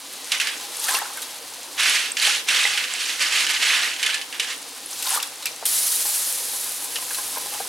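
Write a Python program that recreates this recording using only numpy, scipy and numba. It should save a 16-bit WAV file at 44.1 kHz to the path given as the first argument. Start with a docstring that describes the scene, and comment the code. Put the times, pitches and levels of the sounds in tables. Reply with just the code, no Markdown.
"""Pasta into a boiling pot

A close stereo microphone at the hob of a tiled kitchen, where water boils in a steel pot. To the right,
dry pasta is gathered off a plate, rattling on the china, and two handfuls slide into the water.
Then spilt water sizzles on the hot ring while a wooden spoon bumps the pot."""
import sys
import numpy as np
from scipy import signal
from scipy.fft import rfft, irfft
from scipy.io import wavfile
from scipy.ndimage import uniform_filter1d
from numba import njit

SR = 44100
rng = np.random.default_rng(int(sys.argv[2]) if len(sys.argv) > 2 else 0)


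def generate_wav(signal):
    """Clip the signal to [-1, 1] and save it as 16-bit WAV at the path in sys.argv[1]."""
    frames = np.transpose(np.atleast_2d(signal))
    scaled = np.clip(frames, -1, 1) * 32767
    pcm = np.round(scaled).astype(np.int16)
    wavfile.write(sys.argv[1], SR, pcm)


N = 338688


def undb(db):
    return 10 ** (np.asarray(db) / 20)


def unit(x):
    return x / np.sqrt(np.mean(x ** 2))


def curve(table, column=1):
    """One column of a table at every sample; the end values are held."""
    rows = np.array(table)
    return np.interp(np.arange(N) / SR, rows[:, 0], rows[:, column])


def colour(x, points):
    """Causal filter that follows (Hz, dB) points; rms 1."""
    hz, db = np.transpose(points)
    log_gain = np.interp(np.log(np.arange(1025) * SR / 2048 + 1), np.log(hz), db) * np.log(10) / 20
    cepstrum = irfft(log_gain)
    cepstrum[1:1024] *= 2  # fold to minimum phase
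    cepstrum[1025:] = 0
    return unit(signal.fftconvolve(x, irfft(np.exp(rfft(cepstrum))))[:N])


def band(x, lo_hz, hi_hz):
    sos = signal.butter(2, [lo_hz, min(hi_hz, .45 * SR)], "band", fs=SR, output="sos")
    return signal.sosfilt(sos, x)


def tilt(x, hz, db):
    """Lift or cut what lies below hz."""
    return x + (undb(db) - 1) * signal.lfilter(*signal.butter(2, hz, fs=SR), x)


def ring(x, modes):
    """Damped resonances struck by x."""
    out = 0
    for hz, db, t60 in modes:
        pole = np.exp(2j * np.pi * hz / SR - np.log(1000) / (t60 * SR))
        out = out + undb(db) * signal.lfilter([1], [1, -pole], x).imag
    return out


@njit
def chirps(n, starts, steps, glide, fade, size):
    """Sum of decaying sines whose pitch can climb."""
    out = np.zeros(n)
    for g in range(len(starts)):
        phase, step, amp, i = 0., steps[g], size[g], starts[g]
        while amp > .004 * size[g] and i < n:
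            out[i] += amp * np.sin(phase)
            phase += step
            step = min(step * glide[g], 3.)
            amp *= fade[g]
            i += 1
    return out


def grains(rate, lo_hz, hi_hz, cycles, spread_db, rise=0.):
    """Short random pings, rate a second, a few much larger than the rest; rms 1."""
    when, pitch, rank = rng.random((int(rate * N / SR), 3)).T
    starts = (when * N).astype(np.int64)
    hz = lo_hz * (hi_hz / lo_hz) ** pitch
    span = cycles * SR / hz
    size = hz * undb(-spread_db * np.log(1 - .999 * rank))
    return unit(chirps(N, starts, 2 * np.pi * hz / SR, (1 + rise) ** (1 / span), np.exp(-1 / span), size))


def flicker(rate):
    """Random levels held 1 / rate s and smoothed twice; spread near 1."""
    hold = int(SR / rate)
    levels = np.repeat(rng.standard_normal(N // hold + 1), hold)
    return 1.63 * uniform_filter1d(uniform_filter1d(levels, hold), hold)[:N]


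def burst(t60, lo_hz, hi_hz):
    """A short decaying puff of noise, peak 1."""
    t = np.arange(int(t60 * SR) + 64) / SR
    x = band(rng.standard_normal(len(t)) * 1000. ** (-t / t60), lo_hz, hi_hz)
    return x / np.abs(x).max()


def bell(t, rise, fall):
    """Lopsided bell curve, 1 at t = 0."""
    return np.exp(-.5 * (t / np.where(t < 0, rise, fall)) ** 2)


def add(out, start, x):
    i = int(start * SR)
    out[..., i:i + x.shape[-1]] += x[..., :N - i]


def pan(x, left_db):
    return x * undb(np.array([[left_db], [-left_db]]) / 2)


# The rolling boil. Each row: time in seconds, gurgle level, rumble lift and fizz level, all in dB.
BOIL_LEVELS = [(0, -47, -10, -38), (.6, -44, -2, -34), (1.4, -44.5, 4, -37), (4.2, -45, 1, -38),
               (5.6, -45.5, 6.5, -37.5), (7.68, -42, 8.5, -34)]
# Tone of the gurgle and of the fizz. Each row: frequency in Hz, relative level in dB.
GURGLE_SPECTRUM = [(20, -44), (85, -20.5), (105, -12), (190, -15), (270, -3.5), (420, -5.5), (500, 1),
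                   (650, -5), (800, -0.5), (1050, -2), (1500, -11), (2500, -16)]
FIZZ_SPECTRUM = [(150, -40), (600, -21), (1200, -8), (2200, -6.5), (4100, -3), (7500, -8), (9600, -6.5),
                 (12500, -13), (16000, -26)]
# The steel pot's resonances. Each row: frequency in Hz, gain in dB, seconds to fall 60 dB.
POT_MODES = [(287.8, -8, 0.65), (490, -6.5, 0.1), (831.6, -1.5, 0.15), (1053, 1.5, 0.064),
             (1380, -27, 0.099), (1625, 2, 0.085)]
def boil():
    """Straight ahead, bubbles gurgle through the pot's resonances; small ones fizz at the surface."""
    bubbles = grains(400, 150.7, 2525, cycles=5.46, spread_db=1.5, rise=0.058)
    gurgle = colour(bubbles + undb(8.5) * rng.standard_normal(N), GURGLE_SPECTRUM)
    steel = unit(band(ring(gurgle, POT_MODES), 136, 3900))
    gurgle = tilt(unit(gurgle + undb(-12) * steel), 140, curve(BOIL_LEVELS, column=2))
    beads = grains(700, 6260, 19000, cycles=2, spread_db=3)
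    fizz = colour(beads + undb(4.5) * rng.standard_normal(N), FIZZ_SPECTRUM)
    fizz_db = curve(BOIL_LEVELS, column=3) + .6 * flicker(40)
    return undb(curve(BOIL_LEVELS)) * gurgle + undb(fizz_db) * fizz


# The hand sweeping through the pasta. Each row: start in seconds, level in dB,
# hold and release in seconds, lift of the duller contacts in dB.
HAND_SWEEPS = [(0.289, -24.5, .02, 0.065, 1), (0.383, -28.5, 0.043, 0.13, 3),
               (1.76, -17.5, 0.092, 0.26, -0.4), (2.152, -22.5, 0.023, 0.054, -4),
               (2.191, -17, 0.054, 0.15, -2.5), (2.453, -20.5, 0.041, 0.041, 1),
               (2.512, -18, 0.035, 0.27, -.6), (2.74, -26, 0.014, 0.2, 0.7),
               (2.872, -28.5, 0.1, 0.084, -3.5), (2.966, -24, 0.029, 0.33, -3.5),
               (3.175, -19, 0.032, 0.11, -1), (3.293, -18.5, 0.075, 0.082, -0.5),
               (3.458, -21.5, 0.049, 0.16, 1), (3.591, -19.5, 0.12, 0.25, 1.6),
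               (3.966, -27.5, 0.029, .05, 1), (4.02, -24.5, 0.038, 0.13, 3.2),
               (4.305, -36.5, .01, 0.11, 3.5), (4.385, -27.5, .01, 0.11, 0), (4.453, -27.5, 0.015, 0.07, 1)]
def hand_sweeps(attack_s=0.036, taper=0.89):
    """Strength and dullness of sweeps that swell, hold and settle; the loudest sets the colour."""
    t, power, dull = np.arange(N) / SR, 1e-12, 0
    for start, db, hold, release, dull_db in HAND_SWEEPS:
        swell = np.clip((t - start) / attack_s, 0, 1)
        settle = np.clip(1 - (t - start - attack_s - hold) / release, 0, 1)
        sweep_power = (undb(db) * swell ** 2 * settle ** taper) ** 2
        power += sweep_power
        dull += sweep_power * dull_db
    return np.sqrt(power), dull / power


# Tone of dry pasta on china. Each row: frequency in Hz, relative level in dB.
PLATE_SPECTRUM = [(40, -47), (300, -27), (800, -18.5), (1100, -11), (1700, -1.5), (2900, 1.5), (4000, -2.5),
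                  (6000, -6.5), (10000, -12), (13000, -23), (16000, -37)]
# The plate's resonances. Each row: frequency in Hz, gain in dB, seconds to fall 60 dB.
PLATE_MODES = [(1240, 8, 0.18), (1738, 10, 0.22), (2196, 9, 0.045), (2366, -9, 0.042), (2744, 11, 0.053),
               (3025, 13, 0.067), (3470, 4, 0.074), (4030, -22, 0.087)]
# A bunch of sticks slapping the china at once. Each row: start in seconds, peak level in dB.
CLACKS = [(0.3188, -6), (0.3995, -9.5), (0.413, -9), (0.471, -9), (2.1685, -10), (2.4863, -7),
          (2.7756, -9.5), (2.8389, -13), (3.4055, -12), (3.4663, -8), (3.9624, -19), (4.0284, -7),
          (4.0624, -8), (4.143, -9.5), (4.214, -15), (4.3256, -15.5), (4.3975, -7.5)]
def plate_rattle():
    """Right of the microphone, hundreds of hard sticks knock together in clumps and ring the china."""
    clicks = unit(grains(6000, 293, 19100, cycles=11, spread_db=1) + undb(3.5) * rng.standard_normal(N))
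    snaps = grains(250, 1070, 13500, cycles=6, spread_db=3)  # lone sticks flicking free
    clicks = (clicks + undb(-9.5) * snaps) * undb(1.04 * flicker(90))
    strength, dull_db = hand_sweeps()
    clicks = tilt(clicks, 4700, dull_db + 0.39 * flicker(14))  # contacts shift from dull to bright
    china = unit(band(ring(clicks, PLATE_MODES), 640, 9100))
    out = strength * unit(colour(clicks, PLATE_SPECTRUM) + undb(-16) * china)
    for start, db in CLACKS:
        clack = colour(burst(0.069, 1440, 19000), PLATE_SPECTRUM)
        clack += undb(-8.5) * unit(band(ring(clack, PLATE_MODES), 2200, 11000))
        add(out, start, undb(db) * clack / np.abs(clack).max())
    return out


# Spits at the hob. Each row: start in seconds, peak level in dB, pitch in Hz.
SPITS = [(0.5499, -29, 8300), (0.7701, -22, 9550), (0.7997, -14, 9570), (0.893, -12, 10200),
         (0.9492, -15, 5460), (2.051, -34.5, 6840), (2.1186, -12, 7795), (4.5788, -27, 9570),
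         (4.62, -25, 9200), (4.8603, -18, 9500), (4.9294, -31, 5490), (5.1044, -11.5, 9450),
         (5.1482, -14, 8900), (5.23, -18, 5300), (5.2734, -23, 9820), (5.3827, -31.5, 9320),
         (5.456, -15, 5150), (5.5175, -29, 5580), (7.3826, -17, 12200)]
def spits():
    """Thin, high spits, each an instant of narrow treble noise."""
    out = np.zeros(N)
    for start, db, hz in SPITS:
        add(out, start, undb(db) * burst(0.01, hz / 1.02, hz * 1.09))
    return out


# Taps on the pot. Each row: start in seconds, level in dB, pitch in Hz, relative treble in dB.
STEEL_TICKS = [(0.8837, -20, 1680, 6), (0.9447, -18, 2840, -11), (1.1723, -28.5, 1560, 10),
               (1.2192, -25.5, 4100, 6), (1.2282, -31, 3770, 9), (5.025, -27.5, 2830, 15),
               (5.066, -24, 3720, -6), (5.1053, -26, 2800, -7), (5.145, -26, 1660, -1),
               (5.2005, -23.5, 2750, -8), (5.227, -22, 3560, 9), (5.425, -28.5, 4040, -13),
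               (5.4566, -21.5, 2510, 10), (5.467, -21.5, 4230, -9), (5.655, -24, 3200, 10),
               (6.957, -17, 2950, -19), (7.1058, -30, 1590, -6), (7.1456, -23, 4200, -7),
               (7.537, -27.5, 3100, -7.5)]
def steel_ticks(t60=0.071):
    """Single sticks and the spoon tick on the steel, ringing briefly under a bright crack."""
    out = np.zeros(N)
    for start, db, hz, treble_db in STEEL_TICKS:
        note = burst(t60, hz / 1.09, hz * 1.06)
        body = burst(t60, hz / 2.1, hz * 2.3)
        add(out, start, undb(db) * (note + undb(3.5) * body))
        add(out, start, undb(db + treble_db) * burst(0.42 * t60, 7000, 13000))
    return out


# Bumps and plops. Each row: start in seconds, level in dB, starting pitch in Hz.
POT_BUMPS = [(0.943, -20.5, 1040), (1.017, -24, 850), (1.054, -27, 1390), (1.102, -32.5, 1010),
             (2.273, -27, 776), (2.651, -28, 790), (5.071, -29, 1010), (5.159, -24.5, 1050),
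             (5.626, -25, 863), (6.053, -31.5, 830), (6.845, -36, 785), (6.984, -31, 1050),
             (7.024, -33, 950), (7.106, -32, 846), (7.183, -23, 1050), (7.359, -27, 1060),
             (7.371, -25.5, 900), (7.459, -33, 826), (7.523, -35, 785), (7.546, -29.5, 860),
             (7.601, -22.5, 740)]
def pot_bumps():
    """Dull bumps and large bursting bubbles set the pot ringing."""
    blows, t = np.zeros(N), np.arange(SR // 10) / SR
    envelope = 1000. ** (-t / 0.041) * (1 - np.exp(-t / 0.00084))
    for start, db, hz in POT_BUMPS:
        note = np.sin(2 * np.pi * hz * t * (1 + 3.3 * t))  # climbs as the bubble nears the surface
        splash = undb(-3.5) * unit(band(rng.standard_normal(len(t)), hz / 1.88, hz * 1.77))
        add(blows, start, undb(db) * envelope * (note + splash))
    return band(blows + undb(-41.5) * ring(blows, POT_MODES), 200, 4000)


# Tone of sliding pasta. 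Each row: frequency in Hz, relative level in dB.
RUSTLE_SPECTRUM = [(200, -62), (1000, -14), (2300, -6.5), (3500, 1), (7000, 0), (10000, 1.5), (13000, -4),
                   (16000, -18)]
# Two handfuls let go over the pot, the second led by a few loose sticks. Each row: landing time in
# seconds, level in dB, relative splash in dB, seconds of slide before, seconds of stragglers after.
HANDFULS = [(0.954, -24.5, -6, 0.11, 0.28), (4.93, -42, -20, 0.046, .03), (5.155, -24.5, -8, 0.11, 0.11)]
def pasta_drops(stop_s=0.022, straggle_db=-15.5):
    """Sticks rustle past the fingers ever thicker until the bulk splashes in; stragglers follow."""
    sticks = grains(6000, 674, 19100, cycles=3.9, spread_db=3.5) + undb(-1.5) * rng.standard_normal(N)
    rustle = colour(sticks, RUSTLE_SPECTRUM) * undb(1.04 * flicker(80))
    splash = unit(band(grains(1500, 754, 2936, cycles=8.8, spread_db=3.5, rise=0.039), 550, 1950))
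    out = 0
    for landing, db, splash_db, slide, straggle in HANDFULS:
        t = np.arange(N) / SR - landing
        held = np.minimum(t, 0) + np.maximum(t - straggle, 0)  # stays at 0 while stragglers fall
        stragglers = undb(straggle_db) * bell(held, slide, stop_s)
        falling = bell(t, slide, stop_s) + stragglers
        wet = undb(splash_db) * (bell(t, rise=0.068, fall=0.045) + stragglers)
        out += undb(db) * (falling * rustle + wet * splash)
    return out


# Spilt water on the hot ring. Each row: time in seconds, level in dB before the low hiss is lifted.
SIZZLE_LEVELS = [(5.654, -20.5), (5.9, -21), (6.15, -21), (6.366, -26), (6.6, -27.5), (6.93, -31.5),
                 (7.2, -29), (7.668, -34)]
# Tone of the steam. Each row: frequency in Hz, relative level in dB.
STEAM_SPECTRUM = [(100, -42), (600, -24.5), (1500, -19), (2600, -16), (4000, -9.5), (7500, -2.5),
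                  (10500, 2.5), (13000, -5), (16000, -15)]
def sizzle(low_hiss_db=5):
    """Tiny droplets flash to steam on the ring: a dense bright crackle over a smoother hiss."""
    pops = grains(7000, 578, 20150, cycles=7.1, spread_db=2.5) + undb(4) * rng.standard_normal(N)
    pops += undb(-14) * grains(500, 3600, 15600, cycles=1.6, spread_db=5)  # larger droplets crack
    spilt = np.arange(N) / SR > SIZZLE_LEVELS[0][0]
    steam = colour(pops, STEAM_SPECTRUM) * undb(0.94 * flicker(60)) * spilt
    return undb(curve(SIZZLE_LEVELS)) * tilt(steam, 5150, low_hiss_db)


def kitchen(dry, t60=0.5, wet_db=-11, dull_hz=10000):
    """Tiled walls return a short diffuse tail, different at each capsule."""
    t = np.arange(SR // 2) / SR
    tails = rng.standard_normal((2, len(t))) * 1000. ** (-t / t60) * (t > .002)
    tails = [band(x, 360, dull_hz) / np.sqrt(np.sum(x ** 2)) for x in tails]
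    return dry + undb(wet_db) * np.array([signal.fftconvolve(dry.mean(axis=0), x)[:N] for x in tails])


def scene():
    """Facing the hob: pot and ring near the centre, the plate to the right."""
    return kitchen(pan(boil(), 0.32) + pan(plate_rattle(), -2.5)
                   + pan(spits() + steel_ticks() + pot_bumps(), 0.43)
                   + pan(pasta_drops(), .1) + pan(sizzle(), -0.23))


def record(dry, ceiling=0.84, top_hz=15900):
    """A close stereo microphone, deep bass in the centre; peaks are rounded and the very top is cut."""
    mid = (dry[0] + dry[1]) / 2
    side = undb(1) * band((dry[0] - dry[1]) / 2, 150, 13500)
    rounded = ceiling * np.tanh(np.array([mid + side, mid - side]) / ceiling)
    return signal.sosfilt(signal.ellip(10, .2, 80, top_hz, fs=SR, output="sos"), rounded)


dry = scene()
out = record(dry)
generate_wav(out)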